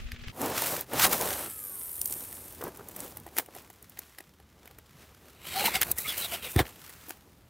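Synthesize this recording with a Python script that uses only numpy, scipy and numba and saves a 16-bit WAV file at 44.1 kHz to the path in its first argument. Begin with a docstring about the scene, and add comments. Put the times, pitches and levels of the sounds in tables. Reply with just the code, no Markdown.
"""Casting a lure from a boat

An angler casts over a quiet lake. After a last gust on the microphone (shaped noise), sleeve and rod
swish (crackling noise bands) and the spool hisses as it slows (noise bands at multiples of its rate).
Line and tackle tick and patter (noise bursts, damped cycles), the reel rasps in short squeaky strokes
(resonant rubbing noise, gliding tones), knocks ring the hull's modes; lake and handling rumble lie below."""
import sys
import numpy as np
from scipy import signal
from scipy.fft import rfft, irfft, next_fast_len
from scipy.io import wavfile
from scipy.ndimage import uniform_filter1d
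from numba import njit

SR = 44100
rng = np.random.default_rng(int(sys.argv[2]) if len(sys.argv) > 2 else 0)


def dump(signal):
    """Clip the signal to [-1, 1] and save it as 16-bit WAV at the path in sys.argv[1]."""
    limited = np.clip(np.atleast_2d(signal).T, -1, 1)
    pcm = np.round(limited * 32767).astype(np.int16)
    wavfile.write(sys.argv[1], SR, pcm)


N = 330309
T = np.arange(N) / SR  # s

# spectrum of cloth and bright ticks: (frequency [Hz], relative density [dB])
RUSTLE_SPECTRUM = [(24, -62), (40, -5.5), (124, 5), (588, -1), (701, -5), (775, 0.5), (1610, -9.5),
                   (2790, -12.5), (4610, -15), (7070, -8.5), (14700, -1), (16200, -8.5)]


def undb(db):
    """Amplitude of a level in dB."""
    return 10 ** (np.asarray(db) / 20)


def unit(x):
    """Scale to rms 1."""
    return x / np.sqrt(np.mean(x ** 2))


def curves(tables):
    """A gate open within the tables and 6 ms beyond, then their columns interpolated over time."""
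    s, *columns = np.transpose([row for table in tables for row in table])
    inside = sum((T >= table[0][0] - .006) & (T <= table[-1][0] + .006) for table in tables) > 0
    return [inside] + [np.interp(T, s, c) for c in columns]


def colour(x, spectrum, lo_hz=1, hi_hz=1e6):
    """Shape x by (Hz, dB) points, kept between two steep edges."""
    size = next_fast_len(N)
    f = np.maximum(np.arange(size // 2 + 1) * SR / size, 1)
    hz, db = np.transpose(spectrum)
    shape = undb(np.interp(np.log(f), np.log(hz), db))
    edges = 1 / np.sqrt((1 + (lo_hz / f) ** 8) * (1 + (f / hi_hz) ** 8))
    return irfft(rfft(x, size) * shape * edges, size)[:N]


def walk(rate_hz):
    """Random levels, a new one every 1 / rate_hz, joined by straight slopes; spread near 1."""
    k = int(SR / rate_hz)
    held = np.repeat(rng.standard_normal(N // k + 1), k)
    return uniform_filter1d(held, k)[:N] * 1.15


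def grains(rate_hz, spread_db):
    """Noise whose level jumps about: many tiny slips and creases."""
    return rng.standard_normal(N) * undb(spread_db * walk(rate_hz))


def swell(s, rise_s, fall_s):
    """Gain that is 20 dB down a rise before and a fall after its peak; both last at least 5 ms."""
    x = np.where(T < s, (s - T) / max(rise_s, .005), (T - s) / max(fall_s, .005))
    return undb(-20 * np.minimum(x, 8) ** 0.91)


@njit
def svf(x, hz, width):
    """Band-pass with a moving centre, gain 1 at the centre."""
    y, b, l = np.empty(len(x)), 0., 0.
    for i in range(len(x)):
        g, k = np.tan(np.pi * hz[i] / SR), width / hz[i]
        v = (b + g * (x[i] - l)) / (1 + g * (g + k))
        b, l, y[i] = 2 * v - b, l + 2 * g * v, k * v
    return y


def moves():
    """Creases crackle together in the upper bands, with random snaps; the air swish below is smoother."""
    # backswing and cast: (time [s], crisp rustle [dB], scrape [dB], air swish [dB])
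    swing_rows = [
        [(0.32, -74, -67.5, -61.5), (0.42, -45.5, -53.5, -31), (0.526, -52.5, -41.5, -36),
         (0.588, -41.5, -35, -41.5), (0.73, -41, -40.5, -33.5), (0.818, -52, -45.5, -46.5),
         (0.86, -76, -68, -60)],
        [(0.86, -71, -63, -65), (0.944, -48.5, -43.5, -32), (1.048, -27, -18.5, -26), (1.088, -48.5, -51, -36),
         (1.13, -35, -31.5, -32.5), (1.18, -43, -44.5, -38.5), (1.248, -42.5, -41, -35),
         (1.452, -52.5, -45, -43), (1.52, -76, -59.5, -60)],
    ]
    # small shifts of arm and sleeve:
    # (peak [s], rise [s], fall [s], crisp rustle [dB], scrape [dB], air swish [dB])
    shift_rows = [(2.124, 0.12, 0.59, -67, -61.5, -56), (2.68, 0.12, 0.013, -63, -75, -43.5),
                  (2.792, 0.043, 0.043, -82, -87, -52), (3.034, 0.14, .12, -52, -56, -46),
                  (3.388, 0.033, 0.034, -40.5, -45, -42), (3.57, 0.048, 0.084, -62.5, -55.5, -52.5),
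                  (4.066, 0.46, 0.29, -71.5, -64, -81), (4.65, 0.18, 0.35, -81, -70, -64),
                  (5.026, 0.13, 0.11, -71, -58.5, -62), (5.296, 0.28, 0.13, -73, -64.5, -59),
                  (6.66, .05, 0.19, -66, -62, -53.5), (6.85, 0.27, 0.53, -65, -57.5, -76),
                  (7.124, 0.32, 0.04, -66, -58.5, -62)]
    # faint stir between them: (time [s], crisp rustle [dB], scrape [dB], air swish [dB])
    stir_rows = [(1.5, -59, -59, -58.5), (2.25, -56, -62.5, -58), (2.6, -63, -61.5, -61.5),
                 (2.72, -69, -64, -56), (4.4, -84.5, -70, -69), (5.4, -81, -69, -71),
                 (7.49, -84, -72.5, -64)]
    base_hz, base_scrape_db, db_per_octave = 524, -43.5, 17
    snaps_per_s, snap_decay_s = 45, 0.0018

    swinging, *swing_db = curves(swing_rows)
    resting, *stir_db = curves([stir_rows])
    gain = swinging * undb(swing_db) + resting * undb(stir_db)
    for s, rise_s, fall_s, *db in shift_rows:
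        gain = gain + undb(db)[:, None] * swell(s, rise_s, fall_s)

    snaps = (rng.random(N) < snaps_per_s / SR) * undb(np.minimum(4 * rng.exponential(size=N), 8))
    snaps = signal.lfilter([1], [1, -np.exp(-1 / (snap_decay_s * SR))], snaps)
    creases = grains(260, 0.57) * (1 + 1.06 * snaps)
    crisp = colour(creases, RUSTLE_SPECTRUM, 4500)
    crisp = crisp / np.std(colour(creases, RUSTLE_SPECTRUM, 2400, 8330))
    scrape = unit(colour(creases, RUSTLE_SPECTRUM, 1250, 4800))

    # the harder the swing (louder its scrape), the higher its swish
    swish_hz = base_hz * 2 ** (np.maximum(swing_db[1] - base_scrape_db, -8) / db_per_octave)
    air = grains(70, 1.9)
    bands_hz = [(45, 208), (250, 450), (600, 1200)]
    swish = unit(sum(undb(2.4 * walk(11)) * colour(air, RUSTLE_SPECTRUM, *band) for band in bands_hz))
    swish = unit(swish + 1.27 * unit(svf(air, swish_hz, 420.0)))
    return gain[0] * crisp + gain[1] * scrape + gain[2] * swish


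def spool():
    """Bands at multiples of the slowing bearing rate stand out of the hiss, which throbs twice a turn."""
    # free run: (time [s], bearing rate [Hz], hiss [dB])
    run_rows = [(1.1, 1523, -70), (1.2, 1478, -42), (1.4, 1375, -37), (1.55, 1298, -42), (1.8, 1053, -39.5),
                (2.0, 928, -40.5), (2.12, 868, -37.5), (2.25, 830, -45), (2.55, 722, -54.5),
                (2.62, 705, -77)]
    # hiss colour: (frequency [Hz], relative density [dB])
    body_spectrum = [(3820, -38), (6500, -43), (6910, -22), (9170, 1), (10600, -6), (12100, 2),
                     (13100, -2.5), (14600, -7), (15100, -8), (16200, -23)]
    # whine partials: (multiple of the turning rate [-], relative level [dB])
    whine_rows = [(5, -3), (12, 2.5), (16, -3), (24, -8), (27, -20)]
    whine_peak_s, whine_rise_s, whine_fall_s, whine_db = 1.76, 2.5, 0.5, -64

    run_s, *columns = np.transpose(run_rows)
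    bearing_hz, hiss_db = (np.interp(T, run_s, c) for c in columns)
    noise = grains(360, 2.0)
    bands = np.zeros(N)
    for k in (6, 8, 10, 12, 14, 16):
        band_hz = np.minimum(k * bearing_hz * (1 + .012 * walk(9)), .45 * SR)
        bands += undb(3 * walk(6)) * svf(noise, band_hz, 560.)
    turns = np.cumsum(bearing_hz) / SR / 12  # 12 bearing cycles a turn
    throb = 0.56 + np.exp(-(turns % 1) / 0.13) + 0.42 * np.exp(-((turns + .5) % 1) / 0.074)
    hiss = colour((bands + .7 * noise) * throb, body_spectrum)
    hiss = hiss / np.std(hiss[int(1.5 * SR):2 * SR])  # level set by mid-run

    whine = np.zeros(N)
    for k, db in whine_rows:
        whine += undb(db + walk(13.6)) * np.sqrt(2) * np.sin(2 * np.pi * int(k) * turns)
    whine_gain = undb(whine_db) * swell(whine_peak_s, whine_rise_s, whine_fall_s)
    running = (T > run_s[0]) & (T < run_s[-1])
    return running * (undb(hiss_db) * hiss + whine_gain * whine)


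def ticks():
    """Clusters of tiny slips in three bands, each tick with its own bright colour; low bands ring longer."""
    # line, guides and tackle:
    # (time [s], peak [dB], mid part re high part [dB], low part re high part [dB])
    tick_rows = [(0.1186, -32.5, 9.5, -22), (0.1616, -54.5, 21, -7), (0.2823, -44.5, 16.5, 2),
                 (0.416, -18.5, -19, -4), (0.5003, -23.5, -17, -12), (0.6204, -11, -24, -6),
                 (0.809, -16, -28, -15), (0.9345, -17.5, -9, 1.5), (1.0519, -15, 2, 4.5),
                 (1.1262, -13, -23, -10), (1.2114, -11.5, -20, -15), (2.0147, -12, -43, -41),
                 (2.0567, -10.5, -29, -37), (2.0752, -17.5, -38, -33), (2.1077, -20, -31, -16),
                 (2.124, -17.5, -39, -35), (2.138, -19, -39, -36), (2.326, -27, -14, -25),
                 (2.3506, -30, -26, -26), (2.615, -27.5, -6, -17), (2.6383, -19.5, -28, -4),
                 (2.6795, -30, -27, -14), (2.7718, -28, -35, -7), (2.8866, -25, -25, -23),
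                 (2.9632, -21.5, -20, -28), (3.004, -21, -16, -20), (3.1712, -25, -18, -9),
                 (3.2655, -33, -14, 6), (3.2786, -42.5, 0, 3), (3.367, -25.5, -3, -5),
                 (3.3774, -21.5, -4, -25), (3.3845, -4.5, -11, -15), (3.3962, -23.5, 1.5, -4),
                 (3.461, -35.5, -9, -16), (3.4864, -50.5, -4, 17), (3.5503, -27, -17, -7),
                 (3.564, -35, -7, 2), (3.7013, -33.5, -11, -5.5), (3.826, -31, -24, -25),
                 (3.8967, -32.5, -30, -28), (3.9727, -41, 7.5, -5), (3.9907, -20, -18.5, -18),
                 (4.1852, -28.5, -5, -14), (4.2057, -33, -2.5, -5), (4.4004, -42.5, -6, 4.5),
                 (4.6567, -38, -4, -11), (4.6752, -36.5, -1, -5), (4.7111, -37.5, -5, -3),
                 (4.786, -32, -9.5, -3.5), (5.8148, -4, -7.5, -25), (5.8215, -14.5, 0.5, -9.5),
                 (5.8302, -9, -3, -26), (5.915, -5, -37, -37), (5.984, -12.5, -33, -43),
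                 (6.1757, -28, -19, -32), (6.562, -20, 0, -2), (6.5912, -11, 2.5, 3),
                 (6.6538, -41.5, 10, 5), (6.6672, -42, 10, -12), (6.706, -42, 0, -10),
                 (6.8947, -28, -11, -14), (7.085, -29.5, -22, -3), (7.094, -24, -20, -18),
                 (7.106, -26, -4, -7)]
    # ring of reel and tackle: (frequency [Hz], relative density [dB])
    tackle_spectrum = [(180, -42), (300, -0.5), (580, -14), (751, -2.5), (1110, -10.5), (1950, -1),
                       (2650, -10.5), (2980, -6.5), (3730, -15), (5000, -16.5), (6500, -27), (11000, -120)]
    high_t60_s, bright_mean_hz, bright_spread_hz = 0.021, 12500, 1900
    # faint bright ticks fall at random while the line settles
    settle_start_s, settle_end_s, settle_first_db, settle_last_db = 2.2, 4.2, -31, -42
    settle_count, settle_mid_db, settle_low_db = 9, -26, -27
    slips_per_s, slip_decay_s, onset_delay_s = 600, 0.00048, 0.00077
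    crest_db = 13  # peaks stand this far over the rms

    faint = []
    for p, q in rng.random((settle_count, 2)):
        s = settle_start_s + p * (settle_end_s - settle_start_s)
        db = settle_first_db + p * (settle_last_db - settle_first_db) + 6 * (q - .5)
        faint.append((s, db, settle_mid_db, settle_low_db))
    rows = sorted(tick_rows + faint)
    tick_hz = bright_mean_hz + bright_spread_hz * rng.standard_normal(len(rows))

    envelopes, bright_hz = np.zeros((3, N + SR)), np.full(N, 9000.)
    slips = (rng.random(N) < slips_per_s / SR) * 1.
    lead = SR // 50
    t = np.arange(-lead, SR // 8) / SR
    for (s, db, mid_db, low_db), hz in zip(rows, tick_hz):
        i = int((s + onset_delay_s) * SR)
        slips[i] = 2
        bright_hz[i - SR // 300:] = np.clip(hz, 4500, 16000)
        for envelope, rel_db, longer in zip(envelopes, (0, mid_db, low_db), (1, 1.3, 1.8)):
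            ring_s = high_t60_s * longer
            # each tick swells briefly, peaks, then dies away about twice as slowly
            x = np.abs(np.where(t > 0, t / ring_s, t / (.5 * ring_s)))
            envelope[i - lead:i - lead + len(t)] += undb(db + rel_db - 60 * x ** 1.02)

    clusters = signal.lfilter([1], [1, -np.exp(-1 / (slip_decay_s * SR))], slips)
    snaps = rng.standard_normal(N) * (0.84 + 0.86 * clusters)
    high = unit(colour(snaps, RUSTLE_SPECTRUM, 4500)) + 0.57 * unit(svf(snaps, bright_hz, 7400.0))
    mid = unit(colour(snaps, tackle_spectrum, 1470, 6900))
    low = unit(colour(snaps, tackle_spectrum, 330, 870))
    return sum(undb(-crest_db) * e[:N] * b for e, b in zip(envelopes, (unit(high), mid, low)))


def patter():
    """Each pat is a few damped cycles with a rough edge."""
    # dull patter as the spool is stopped: (start [s], number of pats [-], mean level [dB])
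    patter_rows = [(2.609, 6, -33.5), (2.794, 2, -41.5), (3.426, 1, -40)]
    gap_s, mean_hz, scatter = .0145, 440, .1  # scatter: of log pitch, and of time in gaps
    t60_s, attack_s, level_spread_db = 0.037, 0.0007, 1.7

    out, t = np.zeros(N), np.arange(SR // 20) / SR
    pats = [(s + k * gap_s, db) for s, count, db in patter_rows for k in range(int(round(count)))]
    edge_band = signal.butter(4, (550, 1550), "band", fs=SR, output="sos")
    for (s, db), noise in zip(pats, rng.standard_normal((len(pats), len(t)))):
        # the last noise samples also serve as random draws
        hz = mean_hz * np.exp(scatter * noise[-1])
        s, db = s + scatter * gap_s * noise[-2], db + level_spread_db * noise[-3]
        edge = .6 * unit(signal.sosfilt(edge_band, noise))
        envelope = undb(db - 60 * t / t60_s) * np.minimum(t / attack_s, 1)
        out[int(s * SR):int(s * SR) + len(t)] += (np.sin(2 * np.pi * hz * t) + edge) * envelope
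    return out


def strokes():
    """Rubbing noise rings one resonance that follows the stroke and others that drift, come and go."""
    # reel strokes: (peak [s], hiss rise [s], hiss fall [s], hiss [dB],
    # rasp re hiss [dB], low rub re hiss [dB], rasp resonance at the peak [Hz])
    stroke_rows = [(5.476, 0.052, 0.27, -44.5, -0.5, -11, 3200), (5.598, 0.1, 0.054, -34, 3.5, -11.5, 3180),
                   (5.662, 0.041, 0.045, -26, -1, -10.5, 3020), (5.758, 0.035, 0.026, -30, 6.5, -20, 2250),
                   (5.91, 0.21, 0.029, -38, -10.5, -4, 2620), (5.986, 0.026, 0.11, -31.5, -15, -17.5, 2100),
                   (6.092, 0.046, 0.099, -32.5, -2, -15, 3280), (6.176, 0.01, 0.15, -32.5, -9, -16, 3000),
                   (6.254, .1, 0.018, -42, 2.5, -21, 3630), (6.34, 0.042, 0.044, -33.5, 1, -11, 3140),
                   (6.446, 0.039, 0.085, -41, 3, -6.5, 2820), (6.52, 0.076, 0.081, -39.5, -28, -35, 2920),
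                   (6.6, 0.023, 0.021, -28.5, 2, 3, 1960)]
    # rubbing colour: (frequency [Hz], relative density [dB])
    rasp_spectrum = [(29, -41), (50, -7), (81, 10), (108, -2.5), (299, -5.5), (346, -3), (562, -4.5),
                     (769, -5.5), (1130, -8.5), (2400, -4.5), (4180, -9.5), (7120, -11.5), (8430, -9.5),
                     (14000, -4), (16200, -10.5)]
    # reel resonances, scaled below: (nominal centre [Hz], nominal width [Hz], relative level [dB])
    reel_rows = [(2370, 470, 2.5), (3580, 110, -3), (4200, 120, -3), (1370, 83, -11), (8270, 270, -6.5)]
    rasp_lingers, rub_lingers = 1.125, 1.5  # times the length of the hiss
    ring_sag = .15  # share of pitch lost at the ends

    hiss_gain, rasp_gain, rub_gain, arch = np.zeros((4, N))
    for s, rise_s, fall_s, db, rasp_db, rub_db, _ in stroke_rows:
        slow = swell(s, rub_lingers * rise_s, rub_lingers * fall_s)
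        hiss_gain += undb(db) * swell(s, rise_s, fall_s)
        rasp_gain += undb(db + rasp_db) * swell(s, rasp_lingers * rise_s, rasp_lingers * fall_s)
        rub_gain += undb(db + rub_db) * slow
        arch = np.maximum(arch, slow)
    sag = 1 - ring_sag * (1 - arch)
    columns = np.transpose(stroke_rows)
    ring_hz = np.interp(T, columns[0], columns[-1]) * sag

    slips = grains(350, 1.9)
    body = np.zeros(N)
    for hz, width_hz, db in reel_rows:
        drifting_hz = hz * sag * (1.05 + .1 * walk(15))
        body += undb(db + 4 * walk(18)) * unit(svf(slips, drifting_hz, 1.5 * width_hz))
    ring = unit(svf(svf(slips, ring_hz, 600.), ring_hz, 600.))
    hiss = unit(colour(slips, rasp_spectrum, 6200))
    rasp = unit(colour(slips, rasp_spectrum, 1500, 4800)) + undb(-1.5) * ring + undb(5.5) * unit(body)
    rub = unit(colour(slips, rasp_spectrum, 138, 1340))
    return hiss_gain * hiss + rasp_gain * unit(rasp) + rub_gain * rub


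def squeaks():
    """Stick-slip near one pitch: a gliding sine plus narrow noise under a soft arch."""
    # reel squeaks: (start [s], length [s], start pitch [Hz], end pitch [Hz], sine level [dB])
    squeak_rows = [(5.542, 0.092, 730, 834, -38.5), (5.612, 0.024, 607, 400, -40),
                   (5.637, 0.0089, 760, 800, -33), (5.676, 0.017, 957, 915, -31.5),
                   (5.732, 0.052, 695, 790, -40), (5.97, 0.031, 1783, 2050, -46),
                   (6.045, 0.029, 2060, 2390, -42), (6.047, 0.027, 1280, 1250, -47.5),
                   (6.068, 0.06, 3440, 3290, -37.5), (6.215, 0.056, 4040, 3600, -41.5),
                   (6.227, 0.038, 674, 690, -47.5), (6.318, 0.04, 679, 694, -43),
                   (6.43, 0.052, 483, 503, -53)]
    out, noise = np.zeros(N), rng.standard_normal(N)
    for s, length_s, start_hz, end_hz, db in squeak_rows:
        i, n = int(s * SR), int(length_s * SR)
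        hz = np.linspace(start_hz, end_hz, n)
        sine = np.sqrt(2) * np.sin(2 * np.pi * np.cumsum(hz) / SR)
        rough = 1.04 * unit(svf(noise[i:i + n], hz, 0.059 * start_hz))
        arch = np.sin(np.linspace(0, np.pi, n)) ** 0.48
        out[i:i + n] += undb(db) * arch * (sine + rough)
    return out


def knocks():
    """Half-sine pushes ring the hull's modes."""
    # knocks on the hull: (time [s], relative push [dB], contact [s])
    knock_rows = [(6.558, -10.5, 0.0027), (6.567, -18, 0.0078), (6.600, -16.5, 0.001)]
    # hull modes: (frequency [Hz], relative level [dB], t60 [s])
    hull_rows = [(57.4, -3.5, 0.14), (85, 6.5, 0.05), (131, 4.5, 0.061), (253, 1, 0.034), (346, 6.5, 0.037),
                 (458, 2, 0.046), (890, -16, .04)]
    push = np.zeros(N)
    for s, db, contact_s in knock_rows:
        i, n = int(s * SR), int(contact_s * SR)
        push[i:i + n] += undb(db) * np.sin(np.linspace(0, np.pi, n)) / n
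    out = np.zeros(N)
    for k, (hz, db, t60_s) in enumerate(hull_rows):
        pole = np.exp(2j * np.pi * hz / SR - np.log(1000) / (t60_s * SR))
        out += (-1) ** k * undb(db) * signal.lfilter([1], [1, -pole], push).imag
    return out


GUST_END_S = .312


def gust():
    """Rumble and hiss of wind, only partly alike at the two microphone ports, stopping short."""
    # gust; the last row is held to GUST_END_S: (time [s], rumble [dB], splashy hiss re rumble [dB])
    gust_rows = [(0.0, -38.5, -12), (0.072, -40.5, -12), (0.194, -47.5, -7.5), (0.294, -38.5, -8),
                 (0.31, -45.5, -7)]
    # hiss colour: (frequency [Hz], relative density [dB])
    hiss_spectrum = [(210, -40), (350, 0), (768, -8), (942, -13), (1210, -4), (2620, 0), (7390, -16.5),
                     (15000, -54.5)]
    rumble_spectrum = [(15, 4), (40, 6.5), (90, 1.5), (250, -13.5), (500, -37.5)]  # (Hz, relative dB)
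    alike = 0.71  # share of power common to both ports

    # the last row is reached at GUST_END_S
    inside, low_db, hiss_db = curves([gust_rows[:-1] + [(GUST_END_S, *gust_rows[-1][1:])]])

    def turbulence():
        rumble = unit(colour(grains(59.6, 5.1), rumble_spectrum))
        hiss = unit(colour(grains(144.7, 2.8), hiss_spectrum))
        return rumble + undb(hiss_db) * hiss

    mid, side = turbulence(), turbulence()
    ports = np.sqrt(alike) * mid + np.sqrt(1 - alike) * side * np.array([[1], [-1]])
    return inside * undb(low_db) * ports


def buffets():
    """Single slow pressure swings over a faint wavering hum, all stronger at one port."""
    # puffs within the gust, before port gains: (time [s], level [dB], length [s])
    puff_rows = [(0.062, -29, 0.02), (0.134, -31.5, 0.013), (0.282, -36.5, 0.015), (0.295, -36.5, 0.0092)]
    hum_hz, hum_db = 240, -55  # level before port gains
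    out = (T < GUST_END_S) * undb(hum_db + 2 * walk(29)) * np.sin(2 * np.pi * hum_hz * T)
    for s, db, length_s in puff_rows:
        x = (T - s) / (length_s / 3.6)
        out = out + undb(db) * (1 - x ** 2) * np.exp(-x ** 2 / 2)
    return out * np.array([[1.3], [.7]])


def lake():
    """Air, lapping water and microphone hiss: octave bands swell together, flicker alone; low rumble."""
    # background colour: (frequency [Hz], relative density [dB])
    lake_spectrum = [(15, -26), (25, -10.5), (70, 15), (181, 3.5), (407, -9.5), (823, -25), (2070, -36),
                     (2570, -34.5), (3650, -28), (4540, -29), (10800, -46), (14100, -34), (16200, -29)]
    # low handling rumble, rising with the cast and the reeling; its span gates the whole layer:
    # (time [s], level [dB])
    rumble_rows = [(0.32, -63), (1.28, -53.5), (1.6, -63), (2.1, -58), (2.84, -59.5), (3.75, -66),
                   (4.33, -67), (4.83, -60.5), (5.35, -60.5), (5.77, -49), (5.99, -55), (6.49, -58),
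                   (6.7, -62.5), (7.49, -59.5)]
    lake_db = -64
    common, noise = walk(1.0), rng.standard_normal(N)
    edges_hz = 130 * 2. ** np.arange(8)
    bands = np.zeros(N)
    for lo_hz, hi_hz in zip(edges_hz, edges_hz[1:]):
        bands += colour(noise, lake_spectrum, lo_hz, hi_hz) * undb(0.4 * common + 4.4 * walk(12))
    inside, rumble_db = curves([rumble_rows])
    rumble = undb(rumble_db) * unit(colour(grains(8.1, 1.4), lake_spectrum, 1, 128))
    return inside * (undb(lake_db) * unit(bands) + rumble)


def scene():
    """Sum of all layers; gust and buffets differ between the two channels."""
    cast = moves() + spool() + ticks() + patter()
    reel = strokes() + squeaks()
    return cast + reel + knocks() + gust() + buffets() + lake()


def record(dry):
    """The recorder cuts the top steeply."""
    top_hz = 15720
    return signal.sosfilt(signal.ellip(10, .2, 80, top_hz, fs=SR, output="sos"), dry)


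dry = scene()
out = record(dry)
dump(out)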